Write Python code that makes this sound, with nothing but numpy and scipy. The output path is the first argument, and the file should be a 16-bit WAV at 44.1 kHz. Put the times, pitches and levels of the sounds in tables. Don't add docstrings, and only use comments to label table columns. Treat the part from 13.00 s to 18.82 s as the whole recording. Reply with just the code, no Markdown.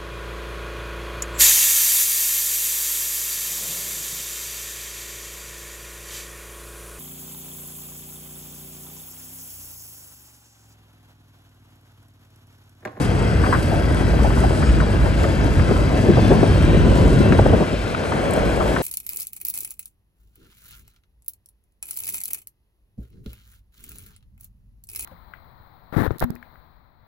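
import sys
import numpy as np
from scipy import signal
from scipy.fft import rfft, irfft, next_fast_len
from scipy.io import wavfile
from scipy.ndimage import uniform_filter1d, map_coordinates

SR = 44100
rng = np.random.default_rng(int(sys.argv[2]) if len(sys.argv) > 2 else 0)


def generate_wav(sig):
    pcm = np.round(np.clip(np.atleast_2d(sig).T, -1, 1) * 32767).astype(np.int16)
    wavfile.write(sys.argv[1], SR, pcm)


N = 256662
TIME = np.arange(N) / SR
SIZE = next_fast_len(N)
FREQS = np.maximum(np.arange(SIZE // 2 + 1) * SR / SIZE, 1)

# [t/s, level/dB]
WAGON_ROCKS = [(0.389, -13.5), (0.879, -14), (1.209, -11), (1.439, -11.5), (1.699, -11), (2.049, -15),
               (3.789, -11), (4.079, -10.5)]
# [t/s, level/dB]
RUMBLE_LEVEL = [(0, -25), (1.5, -25.5), (1.9, -25.5), (2.9, -24.5), (4.58, -22.5), (4.68, -27.5),
                (4.95, -29.5), (5.17, -22.5), (5.82, -23)]
# [t/s, level/dB]
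HISS_SWING = [(0.03, -43.5), (0.33, -48), (0.61, -43), (0.87, -47.5), (1.64, -43), (1.83, -48),
              (2.36, -45.5), (4.45, -45.5), (4.8, -47.5), (5.8, -44.5)]
# [f/Hz, width/Hz, level/dB]
WHEEL_MODES = [(1545, 160, -47.5), (1561, 16, -52), (1985, 90, -53), (2685, 110, -49.5), (3142, 70, -53),
               (3321, 90, -54), (3960, 170, -54)]
# [t/s, level/dB]
RAIL_SONG_LEVEL = [(2.8, -57), (3.2, -38), (4.4, -44), (4.9, -42.5), (5.4, -49)]
# [middle t/s, half length t/s, level/dB, f/Hz]
FLANGE_SQUEALS = [(1.672, .042, -47, 5238), (1.672, .04, -48, 6778), (1.672, .04, -48, 8414),
                  (3.12, .16, -50, 3340), (3.83, .15, -44, 1565), (3.92, .15, -46.5, 2672),
                  (4.275, .055, -41, 2668), (4.8, .4, -52, 2665), (5.42, .1, -50, 3117)]
# [t/s, level/dB, pitch f/Hz, ring time t/s, width as a factor above and below the pitch]
LOUD_CLANKS = [(.437, -16, 1350, .07, 1.35), (.463, -17, 1450, .06, 1.35), (.524, -12, 1330, .12, 1.45),
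               (.547, -15, 1560, .07, 1.35), (.711, -20.5, 700, .25, 1.25), (1.135, -18, 620, .09, 1.2),
               (1.243, -16, 700, .14, 1.25), (1.438, -12, 696, .07, 1.12), (1.507, -17, 610, .05, 1.15),
               (1.623, -17, 1200, .07, 1.9), (1.802, -16, 1550, .04, 1.3), (2.058, -24, 1200, .09, 1.5),
               (2.24, -17, 1600, .046, 1.4), (2.594, -17, 1360, .036, 1.5), (4.322, -11.5, 1400, .04, 2.1),
               (4.948, -12, 1850, .022, 1.9), (5.12, -18, 1100, .05, 1.5), (5.603, -17, 900, .1, 1.55),
               (5.763, -14, 1400, .05, 1.35)]
# [t/s, level/dB]
NEAR_TICKS = [(0.945, -32.5), (5.3088, -29), (5.335, -23.5)]
# [middle t/s, half length t/s, level/dB, upper reach f/Hz]
LARGE_EDDIES = [(2.713, .014, -16, 480), (3.07, .012, -19, 480), (3.099, .012, -9.5, 370),
                (3.18, .02, -18.5, 700), (3.321, .015, -11.5, 560), (3.435, .007, -11, 600),
                (3.866, .014, -16.5, 480), (4.209, .011, -12, 330), (4.321, .013, -13.5, 420),
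                (4.394, .005, -11.5, 780), (4.463, .005, -12, 680), (4.541, .014, -14.5, 600),
                (4.618, .013, -16, 560), (4.735, .012, -21, 450), (5.379, .003, -13.5, 520),
                (5.467, .012, -18.5, 380)]
# [f/Hz, level/dB per Hz]
BOOM_SPECTRUM = [(22, -19), (33, -18), (44, -9), (53, 3.5), (65, -2), (120, -29)]
RUMBLE_SPECTRUM = [(50, -17), (90, -7), (330, -0.5), (450, -3.5), (640, -4.5), (800, -10.5), (1050, -12.5),
                   (2500, -79)]
DRONE_SPECTRUM = [(150, 0), (300, -2), (420, 0), (620, 0.5), (800, -6), (1100, -13), (2500, -28)]
ROAR_SPECTRUM = [(600, -7.5), (1000, -1), (1550, 4.5), (1850, -1.5), (2150, -2), (2700, -6), (3300, -8.5),
                 (3650, -13.5), (4400, -15.5), (8000, -27.5)]
HISS_SPECTRUM = [(2500, -12), (4500, 4), (7000, 0), (8700, 6), (10000, -5.5), (11300, 6), (12000, -7),
                 (12600, -31)]
RAIL_SPECTRUM = [(2300, -2.5), (3200, -4.5), (3700, -7.5), (5200, -13.5)]
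RUB_SPECTRUM = [(3900, -37), (4600, -1.5), (5150, -6.5), (7000, -31)]
CLANK_SPECTRUM = [(400, 1.5), (1000, 6.5), (3500, -8.5), (10000, -32)]
TICK_SPECTRUM = [(2500, -20), (6500, -21), (8200, 11), (9700, -4), (11200, 6), (13000, -15)]
DRAUGHT_SPECTRUM = [(25, -38), (55, -34), (85, 4), (180, -4), (300, -10), (450, -18.5), (1300, -58)]
# [f/Hz, left-right likeness, left lead/rad, left-right level/dB]
MIC_PORTS = [(45, 0.91, -0.5, -2.5), (112, 0.68, 0.32, 3), (564, 0.75, 0.74, 2.5), (930, 0.18, 1.7, 1.5),
             (1680, 0.68, 1.5, 6.5), (2770, 1, 1.23, 4), (4100, 1, 0.87, 1.5), (5130, 0.43, 1.4, 7),
             (9900, 1, -2, -0.5)]

ROCK_HALF_S, ROCK_GAIN_DB = 0.08, -6
BOOM_DB, BOOM_SWAY_DB, BOOM_SINKS_DB = -22.5, 4, 8.5
ROAR_DB, HISS_DB = -34.5, -46
ROAR_FOLLOWS = 0.35
DRONE_START_S, DRONE_RISE_S, DRONE_SHARE = 4.55, 0.25, 0.84
RUB_DB = -51.5
RUB_EASES_S, RUB_EASE_S, RUB_EASES_DB = 3.3, 0.2, 17
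SCRAPE_S, SCRAPE_HALF_S, SCRAPE_DB = 2.6, 0.032, 3
LIGHT_CLANK_DB, LIGHT_CLANK_RANGE_DB = -29, 6
LIGHT_CLANK_HZ = 800
LIGHT_CLANK_T60_S, LIGHT_CLANK_WIDTH = 0.095, 1.45
BREEZE_DB, GUST_DB, CALM_DB = -19.5, -15, -27.5
GUST_START_S, GUST_RISE_S, GUST_END_S, GUST_FALL_S = 3, 0.051, 4.54, 0.063
BUFFET_LOW_HZ = 104
CUTOFF_HZ = 13100


def wagons():
    sinking_db = BOOM_SINKS_DB * ramp(GUST_END_S, GUST_FALL_S)
    steady = from_db(BOOM_DB + BOOM_SWAY_DB * drift(rate=2.8) - sinking_db)
    rocking = sum(from_db(db + ROCK_GAIN_DB) * swell(s, ROCK_HALF_S) for s, db in WAGON_ROCKS)
    boom = evened(at_ports(white(), colour(BOOM_SPECTRUM), near=0.3), span_s=0.097)
    return np.hypot(steady, rocking) * boom


def wheels():
    rumble_db = follow(RUMBLE_LEVEL)
    hiss_db = follow(HISS_SWING)
    roar_level = from_db(ROAR_DB + ROAR_FOLLOWS * (rumble_db - rumble_db.mean()))
    hiss_level = from_db(HISS_DB + hiss_db - hiss_db.mean())

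    rumble = at_ports(rattle(per_s=80, spread_db=0.5, share=0.43), colour(RUMBLE_SPECTRUM))
    rumble = evened(passing(rumble, depth_db=3, spacing_hz=39.35), span_s=0.33)
    rumble = rumble * from_db(1.7 * drift(rate=8.9))
    drone = evened(at_ports(white(), colour(DRONE_SPECTRUM)), span_s=0.038)
    drone = drone * from_db(0.88 * drift(rate=10.4))
    share = DRONE_SHARE * ramp(DRONE_START_S, DRONE_RISE_S)
    rumble = np.sqrt(1 - share) * rumble + np.sqrt(share) * drone

    roar = at_ports(rattle(per_s=250, spread_db=2, share=0.52), colour(ROAR_SPECTRUM))
    roar = passing(roar, depth_db=3, spacing_hz=45)
    hiss = at_ports(rattle(per_s=830, spread_db=9, share=0.5), colour(HISS_SPECTRUM))
    hiss = passing(hiss, depth_db=4.5, spacing_hz=58.7)

    judder = drift(rate=10.5)
    return (rumble * from_db(rumble_db + 0.31 * judder)
            + roar * roar_level * from_db(0.1 * judder)
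            + hiss * hiss_level * from_db(1.4 * judder + 0.69 * drift(rate=45))
            + wheel_ring() * roar_level / np.mean(roar_level))


def wheel_ring():
    out = 0
    for hz, width_hz, db in WHEEL_MODES:
        lowpass = signal.butter(2, width_hz / 2, fs=SR, output="sos")
        shaking = signal.sosfilt(lowpass, np.array([white(), white()]))
        phase = 2 * np.pi * np.cumsum(hz + 0.25 * width_hz * drift(rate=1.5)) / SR
        ring = shaking[0] * np.cos(phase) + shaking[1] * np.sin(phase)
        out = out + rms_one(ring) * from_db(db - 5 + 2.2 * drift(rate=3.5))
    return spread(out, 0.86)


def rail():
    song = passing(at_ports(white(), colour(RAIL_SPECTRUM)), depth_db=6, spacing_hz=50.7)
    return song * from_db(follow(RAIL_SONG_LEVEL))


def clanks():
    out, length = np.zeros((2, N + SR)), SR // 8
    light = [(when * N / SR, LIGHT_CLANK_DB + LIGHT_CLANK_RANGE_DB * force,
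              LIGHT_CLANK_HZ * 3 ** size, LIGHT_CLANK_T60_S, LIGHT_CLANK_WIDTH)
             for when, force, size in rng.random(size=(24, 3))]
    for s, db, hz, t60, width in LOUD_CLANKS + light:
        envelope = blow(0, rise_s=t60 / 45, t60=t60, size=length)
        cluster = signal.butter(3, [hz / width, hz * width], "band", fs=SR, output="sos")
        contact = rng.standard_normal((2, 2 * length))
        ring = evened(signal.sosfilt(cluster, contact), span_s=0.0073)[:, length:]
        ring = ring + from_db(-10) * contact[:, length:]
        hardness = min(1, 0.03 / t60)
        at = int(s * SR)
        out[:, at:at + length] += from_db(db - 9) * envelope * ring
        out[0, at:at + length] += from_db(db) * hardness * crack(hz, 1.4 * width, length)
    return spread(out[:, :N], colour(CLANK_SPECTRUM), near=0.02)


def flanges():
    easing_db = RUB_EASES_DB * ramp(RUB_EASES_S, RUB_EASE_S)
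    level_db = RUB_DB - easing_db + SCRAPE_DB * swell(SCRAPE_S, SCRAPE_HALF_S)
    scrape = from_db(level_db + 2.4 * drift(rate=27)) * at_ports(white(), colour(RUB_SPECTRUM))
    song = 0
    for s, half_s, db, hz in FLANGE_SQUEALS:
        unsteady_hz = hz * (1 + 0.003 * drift(rate=48.4))
        phase = 2 * np.pi * np.cumsum(unsteady_hz) / SR
        song = song + from_db(db) * np.exp(-((TIME - s) / half_s) ** 4) * np.sin(phase)
    return scrape + song * from_db([[3], [0]])


def ticks():
    taps = sum(from_db(db) * blow(s, rise_s=0.0003, t60=0.016) for s, db in NEAR_TICKS)
    return taps * evened(at_ports(white(), colour(TICK_SPECTRUM), near=0.39), span_s=0.0016)


def buffets():
    out, length = np.zeros((2, N + SR)), SR // 5
    for s, half_s, db, reach_hz in LARGE_EDDIES:
        band = signal.butter(3, [BUFFET_LOW_HZ, reach_hz], "band", fs=SR, output="sos")
        burst = evened(signal.sosfilt(band, rng.standard_normal((2, length))), span_s=0.0085)
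        at = int(s * SR) - length // 2
        envelope = np.exp(-((TIME[at:at + length] - s) / half_s) ** 4)
        out[:, at:at + length] += from_db(db) * burst * envelope
    return spread(out[:, :N], from_db(-3), near=0.3)


def draught():
    gust_db = (GUST_DB - BREEZE_DB) * ramp(GUST_START_S, GUST_RISE_S)
    calm_db = (CALM_DB - GUST_DB) * ramp(GUST_END_S, GUST_FALL_S)
    level = from_db(BREEZE_DB + gust_db + calm_db)
    turbulence = rattle(per_s=90, spread_db=3.5, share=0.72)
    eddies = evened(at_ports(turbulence, colour(DRAUGHT_SPECTRUM), near=0.48), span_s=0.17)
    centre_hz, width_hz = 260, 170
    band = np.minimum(1, FREQS / centre_hz) / (1 + ((FREQS - centre_hz) / width_hz) ** 2)
    lumps = from_db(5.2 * drift(rate=12))
    flutter = lumps * at_ports(rattle(per_s=81, spread_db=4.5, share=1), band, near=0.96)
    flutter = evened(flutter, span_s=0.38)
    return level * (from_db(-0.5) * eddies + from_db(-11.5) * level / level.max() * flutter)


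def rattle(per_s, spread_db, share):
    born = rng.random(N) < per_s / SR
    sizes = from_db(spread_db * np.minimum(rng.exponential(1, N), 3))
    knocks = born * sizes * rng.choice([-1, 1], (2, N))
    return white() + share * knocks / np.std(knocks)


def passing(x, depth_db, spacing_hz):
    stay_s = 0.25
    hz, s, frames = signal.stft(x, SR, nperseg=4096)
    field = rng.standard_normal((2048, 128))
    place = np.meshgrid(hz / spacing_hz, s / stay_s, indexing="ij")
    gain = from_db(depth_db * map_coordinates(field, place, order=1, mode="wrap"))
    return rms_one(signal.istft(frames * gain, SR, nperseg=4096)[1][:, :N])


def blow(start, rise_s, t60, size=N):
    age = np.maximum(TIME[:size] - start, 0)
    return (1 - np.exp(-age / rise_s)) * np.exp(-np.log(1000) * age / t60)


def crack(hz, width, size):
    band = signal.butter(2, [hz / width, hz * width], "band", fs=SR, output="sos")
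    click = signal.sosfilt(band, signal.unit_impulse(size) + 1e-18)
    return click / np.abs(click).max()


def at_ports(force, gain, near=0):
    return rms_one(spread(force, gain, near))


def spread(force, gain, near=0):
    alike, lead, tilt_db = over_hz(MIC_PORTS)
    far = 1 - near
    alike = np.clip(1 - far * (1 - alike), 0, 1)
    mid, side = rfft(force, SIZE) * gain
    sign = np.array([[1], [-1]])
    pair = np.sqrt(1 + alike) * mid + sign * np.sqrt(1 - alike) * side
    tilt = from_db(sign * far * tilt_db / 2)
    turn = np.exp(0.5j * sign * far * lead)
    return irfft(pair * tilt * turn, SIZE)[:, :N]


def colour(points):
    ends = np.minimum(1, np.minimum(FREQS / points[0][0], points[-1][0] / FREQS))
    return from_db(over_hz(points)[0]) * ends ** 3


def over_hz(rows):
    hz, *columns = np.transpose(rows)
    return [np.interp(np.log(FREQS), np.log(hz), column) for column in columns]


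def follow(curve):
    return np.interp(TIME, *np.transpose(curve))


def swell(centre_s, half_s):
    return np.exp(-((TIME - centre_s) / half_s) ** 2)


def ramp(start_s, length_s):
    return np.clip((TIME - start_s) / length_s, 0, 1)


def drift(rate):
    r = np.exp(-80 * np.pi * rate / SR)
    slow = signal.lfilter([1], [1, -2 * r, r * r], rng.standard_normal(N // 40 + 2002))[2000:]
    return np.interp(np.arange(N) / 40, np.arange(len(slow)), rms_one(slow))


def evened(x, span_s):
    power = uniform_filter1d(np.mean(x ** 2, axis=0), max(int(span_s * SR), 1))
    return rms_one(x / np.sqrt(power + 1e-9))


def white():
    return rng.standard_normal((2, N))


def rms_one(x):
    return x / np.sqrt(np.mean(np.atleast_2d(x).mean(0) ** 2) + 1e-20)


def from_db(db):
    return 10 ** (np.asarray(db) / 20)


def scene():
    return wagons() + wheels() + rail() + clanks() + flanges() + ticks() + buffets() + draught()


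def record(dry):
    rounded = dry / (1 + np.abs(dry / 0.95) ** 6) ** (1 / 6)
    return signal.sosfilt(signal.ellip(10, 0.1, 80, CUTOFF_HZ, fs=SR, output="sos"), rounded)


dry = scene()
out = record(dry)
generate_wav(out)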